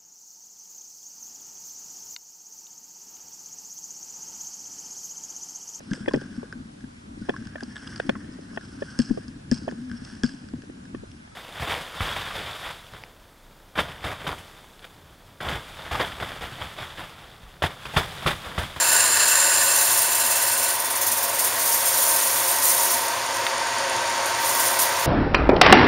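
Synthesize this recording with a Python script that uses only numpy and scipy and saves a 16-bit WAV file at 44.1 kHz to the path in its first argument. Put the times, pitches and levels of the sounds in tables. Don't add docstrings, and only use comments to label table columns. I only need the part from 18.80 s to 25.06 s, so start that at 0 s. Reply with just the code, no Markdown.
import sys
import numpy as np
from scipy import signal
from scipy.fft import rfft, irfft, next_fast_len
from scipy.io import wavfile
from scipy.ndimage import uniform_filter1d

SR = 44100
rng = np.random.default_rng(int(sys.argv[2]) if len(sys.argv) > 2 else 0)


def wav_out(sig):
    wavfile.write(sys.argv[1], SR, np.round(np.clip(np.atleast_2d(sig).T, -1, 1) * 32767).astype(np.int16))


def makeup_ratio(level_db):
    decades = np.asarray(level_db, float) / 20
    return 10 ** decades


N = 276066


def evened(x):
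    return x / np.sqrt(np.mean(x ** 2) + 1e-20)


def curve(rows, column):
    rows = np.array(rows)
    return np.interp(np.arange(N) / SR, rows[:, 0], rows[:, column])


def shaped(x, gain):
    size = next_fast_len(N)
    return irfft(rfft(x, size) * gain(np.fft.rfftfreq(size, 1 / SR)), size)[:N]


FLAT_ABOVE_HZ = 15200


def spectrum_db(points, hz):
    f, db = np.transpose(points)
    return np.interp(np.log(np.minimum(hz, FLAT_ABOVE_HZ) + 1), np.log(f + 1), db)


def modes(table, hz):
    power = sum(makeup_ratio(db) ** 2 / (1 + (2 * (hz - f) / width) ** 2) ** 1.37 for f, width, db in table)
    return np.sqrt(power)


def wander(top_hz):
    steps = rng.standard_normal(N * 1000 // SR + 1002)
    pole = np.exp(-2 * np.pi * top_hz / 1000)
    slow = signal.filtfilt([1], [1, -pole], steps)[500:-500]
    return np.interp(np.arange(N) * 1000 / SR, np.arange(len(slow)), evened(slow - slow.mean()))


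def grit(per_s, spread_db):
    size = makeup_ratio(spread_db * np.minimum(rng.exponential(1, N), 3)) * rng.choice([-1., 1.], N)
    return evened(size * (rng.random(N) < per_s / SR))


def add(mix, s, sound):
    part = mix[round(s * SR):][:len(sound)]
    part += sound[:len(part)]


# t60 in seconds, level in dB against the direct sound, lower edge in Hz.
SHOP_TAIL = (.35, -6, 2500)


def shop(x):
    t60_s, tail_db, above_hz = SHOP_TAIL
    age = np.arange(SR // 2) / SR
    tail = rng.standard_normal(len(age)) * makeup_ratio(-60 * age / t60_s) * (age > .003)
    bright = shaped(x, lambda hz: hz ** 2 / (hz ** 2 + above_hz ** 2))
    return x + makeup_ratio(tail_db) * signal.oaconvolve(bright, tail / np.linalg.norm(tail))[:N]


# time in seconds, roar in dB.
DRIVE_LEVEL = [
    (0, -29),
    (1, -29.5),
    (2, -31),
    (2.7, -29.5),
    (4.5, -28.5),
    (5.5, -27),
    (6.26, -26.5),
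]
# frequency in Hz, density in dB per Hz.
ROAR_SPECTRUM = [(15, -89), (25, -39.5), (96, -21), (183, -19), (240, -17.5), (457, -13.5), (537, -9.5),
                 (804, -8.5), (919, -3.5), (1240, -5.5), (3440, -15.5), (6920, -16.5), (7910, -22),
                 (9300, -21.5), (15500, -60)]
# frequency in Hz, width in Hz, gain in dB.
CASING_MODES = [(107, 35, 6), (204, 86, -10.5), (242, 32, 10), (557, 28, 7.5), (679, 77, 5), (806, 100, -2),
                (901, 54, 4), (1026, 37, 4.5), (1290, 214, -5.5), (1570, 75, -1), (1918, 44, 6.5),
                (3490, 50, 7.5), (4580, 180, 4.5), (6900, 540, 1.5)]
GEAR_TONES_HZ = [89.5, 102.3, 110, 120, 359.5, 534, 543, 693, 899, 927.5, 954, 1015, 1096, 1174, 1315, 1476,
                 1555, 2003]
# level in dB relative to the roar, waver in Hz.
GEAR_LEVELS = [(-46, 0.14), (-35, 1.04), (-49, .3), (-36.5, 0.17), (-23.5, 2.64), (-17.5, 3.15),
               (-20.5, 3.23), (-21.5, 6.03), (-16, 3.45), (-8, 3.05), (-20, 3.4), (-21.5, 4.2), (-21, 4.14),
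               (-21, 3.4), (-20.5, 2.24), (-23, 2.4), (-17, 1.15), (-25, 6.7)]
BEARINGS_DB = -0.5
LOADED_DB, FREE_DB, LOADED_UNTIL_S, FREE_FROM_S = -5.5, 2.5, 0.7, 5


def headstock():
    def casing(hz):
        peaks_db = sum(db * np.exp(-(2 * (hz - f) / width) ** 2 / 2) for f, width, db in CASING_MODES)
        return makeup_ratio(spectrum_db(ROAR_SPECTRUM, hz) + peaks_db)
    rumble = rng.standard_normal(N) + 0.22 * grit(1500, spread_db=3.5)
    roar = evened(shaped(rumble, casing))
    treble = shaped(roar, lambda hz: hz ** 2 / (hz ** 2 + 2500 ** 2))
    roar = roar + (makeup_ratio(BEARINGS_DB) - 1) * treble
    tones = 0
    for hz, (db, waver_hz) in zip(GEAR_TONES_HZ, GEAR_LEVELS):
        phase = 2 * np.pi * (np.cumsum(hz + waver_hz * wander(5.84)) / SR + rng.random())
        tones = tones + makeup_ratio(db + 1.8 * wander(6)) * np.sin(phase)
    load_db = curve([(LOADED_UNTIL_S, LOADED_DB), (FREE_FROM_S, FREE_DB)], 1)
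    return makeup_ratio(curve(DRIVE_LEVEL, 1) + 2.0) * (roar + makeup_ratio(load_db + 1) * tones)


def ring(hz, db, t60_s):
    age = np.arange(4000) / SR
    return makeup_ratio(db - 60 * age / t60_s) * (1 - np.exp(-age * hz * 0.84)) * np.sin(2 * np.pi * hz * age)


# time in seconds, peak in dB, pitch in Hz.
CURL_TICKS = [(4.2826, -15.5, 8870), (4.4637, -18.5, 8960), (4.5432, -24, 9680), (4.5696, -19, 8700),
              (4.7801, -19, 9200), (4.87, -22, 9130), (4.984, -18, 9350), (5.0973, -18, 9340),
              (5.1648, -20, 9200), (5.276, -24, 9290), (5.2994, -23, 9670), (5.3778, -27, 8470),
              (5.4585, -17.5, 8950), (5.5494, -20, 8800)]
# time in seconds, peak in dB.
LATCH_KNOCK = (4.6669, -5.5)
# frequency in Hz, level in dB, t60 in seconds.
LATCH_MODES = [(1480, -8, .02), (1720, -8, .015), (1920, -9, .018), (2120, -1, .009), (2450, -4, .007),
               (2800, -2, .007), (3150, -3, .007), (3550, -5, .008), (4560, -27, .2)]


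def small_hits():
    out = np.zeros(N)
    for s, db, hz in CURL_TICKS:
        tick = ring(hz, db - 2.5, 0.019) + ring(.76 * hz, db - 0.5, 0.0098) + ring(1.08 * hz, db - 7, .01)
        add(out, s, tick)
    knock_s, knock_db = LATCH_KNOCK
    knock = sum(ring(*mode) for mode in LATCH_MODES)
    add(out, knock_s, makeup_ratio(knock_db) * knock / abs(knock).max())
    return shaped(out, lambda hz: hz ** 4 / (hz ** 4 + 900 ** 4))


# time in seconds, depth in dB.
CUT_DEPTH = [
    (0, -1.5),
    (.75, -1.5),
    (1.05, -6),
    (1.2, -10.5),
    (1.5, -8),
    (1.8, -13),
    (1.9, -10),
    (2.05, -39.5),
    (2.3, -70),
]
# frequency in Hz, width in Hz, level in dB.
TIP_MODES = [(5140, 320, -13.5), (6820, 250, -11.5), (7190, 200, 0.5), (7376, 230, 3), (8500, 620, -6.5),
             (9440, 270, -6), (9820, 160, -3.5), (10300, 470, -8.5)]
# frequency in Hz, width in Hz, level in dB.
HOLDER_MODES = [(1490, 58, 1), (1638, 41, 1), (1785, 180, -5), (1170, 150, -10)]
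# frequency in Hz, width in Hz, level in dB.
SHANK_MODES = [(2668, 67, 5.5), (2890, 280, -3.5), (4200, 350, -0.5), (4720, 67, 0)]
# level in dB at full depth, dB per dB of depth.
TOOL_PARTS = [
    (-22.5, 1.3),
    (-28, 0.5),
    (-30, 1.0),
    (-32, 0.83),
]


def tool():
    tearing = rng.standard_normal(N) + 0.13 * grit(2500, spread_db=-4.0)
    tearing = tearing * makeup_ratio(1.9 * wander(69))
    depth_db = curve(CUT_DEPTH, 1)
    out = np.zeros(N)
    for (db, follow), table in zip(TOOL_PARTS, (TIP_MODES[:4], TIP_MODES[4:], HOLDER_MODES, SHANK_MODES)):
        part = evened(shaped(tearing, lambda hz: modes(table, hz)))
        out += makeup_ratio(db + follow * depth_db + 2.5) * part
    return out


def tinkle(per_s, cycles, count=24):
    clicks = grit(per_s, spread_db=2.0)
    curl = rng.integers(0, count, N)
    t = np.arange(600) / SR
    pitch_hz = np.linspace(3500, 15500, count) * rng.uniform(0.94, 1.0, count)
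    out = np.zeros(N)
    for k, hz in enumerate(pitch_hz):
        envelope = np.sqrt(hz) * (1 - np.exp(-t * hz / 2)) * np.exp(-t * hz / cycles)
        out += signal.oaconvolve(clicks * (curl == k), envelope * np.sin(2 * np.pi * hz * t))[:N]
    return evened(out)


def patchy(x, patch_db):
    z = signal.stft(x, nperseg=256, noverlap=192)[2]
    across_hz = uniform_filter1d(rng.standard_normal(z.shape), size=4, axis=0)
    patches = uniform_filter1d(across_hz, size=16, axis=1)
    return signal.istft(z * makeup_ratio(patch_db * evened(patches)), nperseg=256, noverlap=192)[1][:N]


# time in seconds, peak in dB.
WHIP_LEVEL = [
    (1.39, -9),
    (1.83, -9),
    (1.93, -14),
    (2.155, -11.5),
    (2.208, -7.5),
    (2.35, -8.5),
    (2.535, -13),
    (2.59, -7),
    (2.65, -7.5),
]
TURN_S, FIRST_TURN_S, SLIP_S, UNEVEN_DB = .0543, 1.394, .002, .3


def turns(count=24):
    slip, uneven = rng.standard_normal((count, 2)).T
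    s = FIRST_TURN_S + TURN_S * np.arange(count)
    peak_db = np.interp(s, *np.transpose(WHIP_LEVEL)) + UNEVEN_DB * uneven
    return list(zip(s + SLIP_S * slip, peak_db))


# time in seconds, rustle in dB.
RUSTLE_LEVEL = [(0, -24.5), (.454, -25.5), (1.026, -22), (1.75, -39), (1.9, -33), (2.174, -37), (2.48, -33),
                (2.7, -28.5), (2.82, -24.5), (3.348, -19), (3.8, -23), (4.04, -20), (4.312, -35),
                (4.75, -54), (5.56, -44), (5.668, -28.5), (5.85, -24.5), (6.26, -36.5)]
# frequency in Hz, density in dB per Hz.
SWARF_SPECTRUM = [(1470, -28), (2500, -16.5), (3800, -11), (4600, -10), (6150, -4.5), (7300, -2.5),
                  (8300, -1.5), (8800, 0.5), (10000, -1), (11500, -4), (13000, -3), (15200, -4.5)]
# time in seconds, peak in dB.
STRAY_LASHES = [(.07, -15), (.12, -10), (.227, -19), (.477, -8), (.822, -11), (.946, -9.5), (1.003, -12),
                (1.044, -12), (1.108, -9), (1.17, -9), (1.213, -8.5), (1.244, -17), (1.311, -10.5),
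                (1.348, -9.5), (2.724, -16), (2.789, -11), (2.855, -8.5), (2.916, -8), (3.055, -7.5),
                (3.131, -18), (3.173, -12), (3.216, -10), (3.433, -17), (3.675, -12), (3.708, -13)]
# time in seconds, peak in dB, length in seconds.
HAND_GRABS = [(3.823, -7, .028), (3.853, -5.5, .018), (3.877, -9, .027), (3.905, -8, 0.017),
              (3.986, -15, 0.02), (4.03, -11, .012), (4.103, -10.5, .033), (4.23, -22, 0.028),
              (4.543, -25, .027), (4.642, -27.5, .025), (5.458, -23, .022), (5.6, -21, .025),
              (5.642, -13, .025), (5.69, -12, 0.015), (5.747, -15, .028), (5.797, -5.5, .009),
              (5.845, -13, 0.029), (5.99, -4, 0.012), (6.012, -7, 0.018), (6.192, -18, 0.027),
              (6.237, -20, .025)]
LASH_S, WHIP_S, RISE_S = 0.024, .021, 0.0057
PACKED, WHIRLED, HELD, LASH_BRIGHT = -0.47, 1.3, -1.8, 2.2
LOOSE_S, HELD_S = 2, 4.07
REST_BELOW_DB, REST_DULLING = -29.5, 0.81


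def swarf():
    age, t = np.arange(SR // 2) / SR, np.arange(N) / SR
    bed = makeup_ratio(curve(RUSTLE_LEVEL, 1)) ** 2
    power = bed.copy()
    strays = [(s, db, LASH_S) for s, db in STRAY_LASHES]
    whips = [(s, db, WHIP_S) for s, db in turns()]
    for s, db, length_s in strays + whips + HAND_GRABS:
        drag = makeup_ratio(db - 7.0 - 4.17 * (age / length_s) ** 1.01)
        add(power, s - .003, (drag * (1 - np.exp(-age / RISE_S))) ** 2)
    state = np.where(t < LOOSE_S, PACKED, np.where(t < HELD_S, WHIRLED, HELD))
    bright = uniform_filter1d(state, size=6000) + LASH_BRIGHT * (.5 - bed / power)
    bright -= REST_DULLING * np.maximum(REST_BELOW_DB - 10 * np.log10(power), 0)
    crackle = rng.standard_normal(N) + 0.57 * tinkle(2000, cycles=10.7)
    crackle = patchy(crackle * makeup_ratio(0.91 * wander(105)), patch_db=1.0)
    hiss = evened(shaped(crackle, lambda hz: makeup_ratio(spectrum_db(SWARF_SPECTRUM, hz))))
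    low = shaped(hiss, lambda hz: 1 / (1 + (hz / 8000) ** 4))
    return np.sqrt(power) * (hiss + (makeup_ratio(-bright) - 1) * low)


def scene():
    return np.tile(shop(headstock() + tool()) + swarf() + small_hits(), (2, 1))


def top_cut(x):
    return signal.sosfilt(signal.butter(12, 16640, fs=SR, output="sos"), x)


# frequency in Hz, width in Hz, depth from 0 to 1.
CAVITY_NOTCH = (7800, 430, 0.96)
TOP_EDGE_HZ = 15740


def record(dry):
    notch_hz, width_hz, depth = CAVITY_NOTCH

    def microphone(hz):
        notch = 1 - depth / (1 + (2 * (hz - notch_hz) / width_hz) ** 2)
        return notch * np.clip((TOP_EDGE_HZ + 60 - hz) / 120, 0, 1) ** 2
    mono = shaped(dry[0], microphone)
    return top_cut(np.tile(mono, (2, 1)))


dry = scene()
out = record(dry)
wav_out(out)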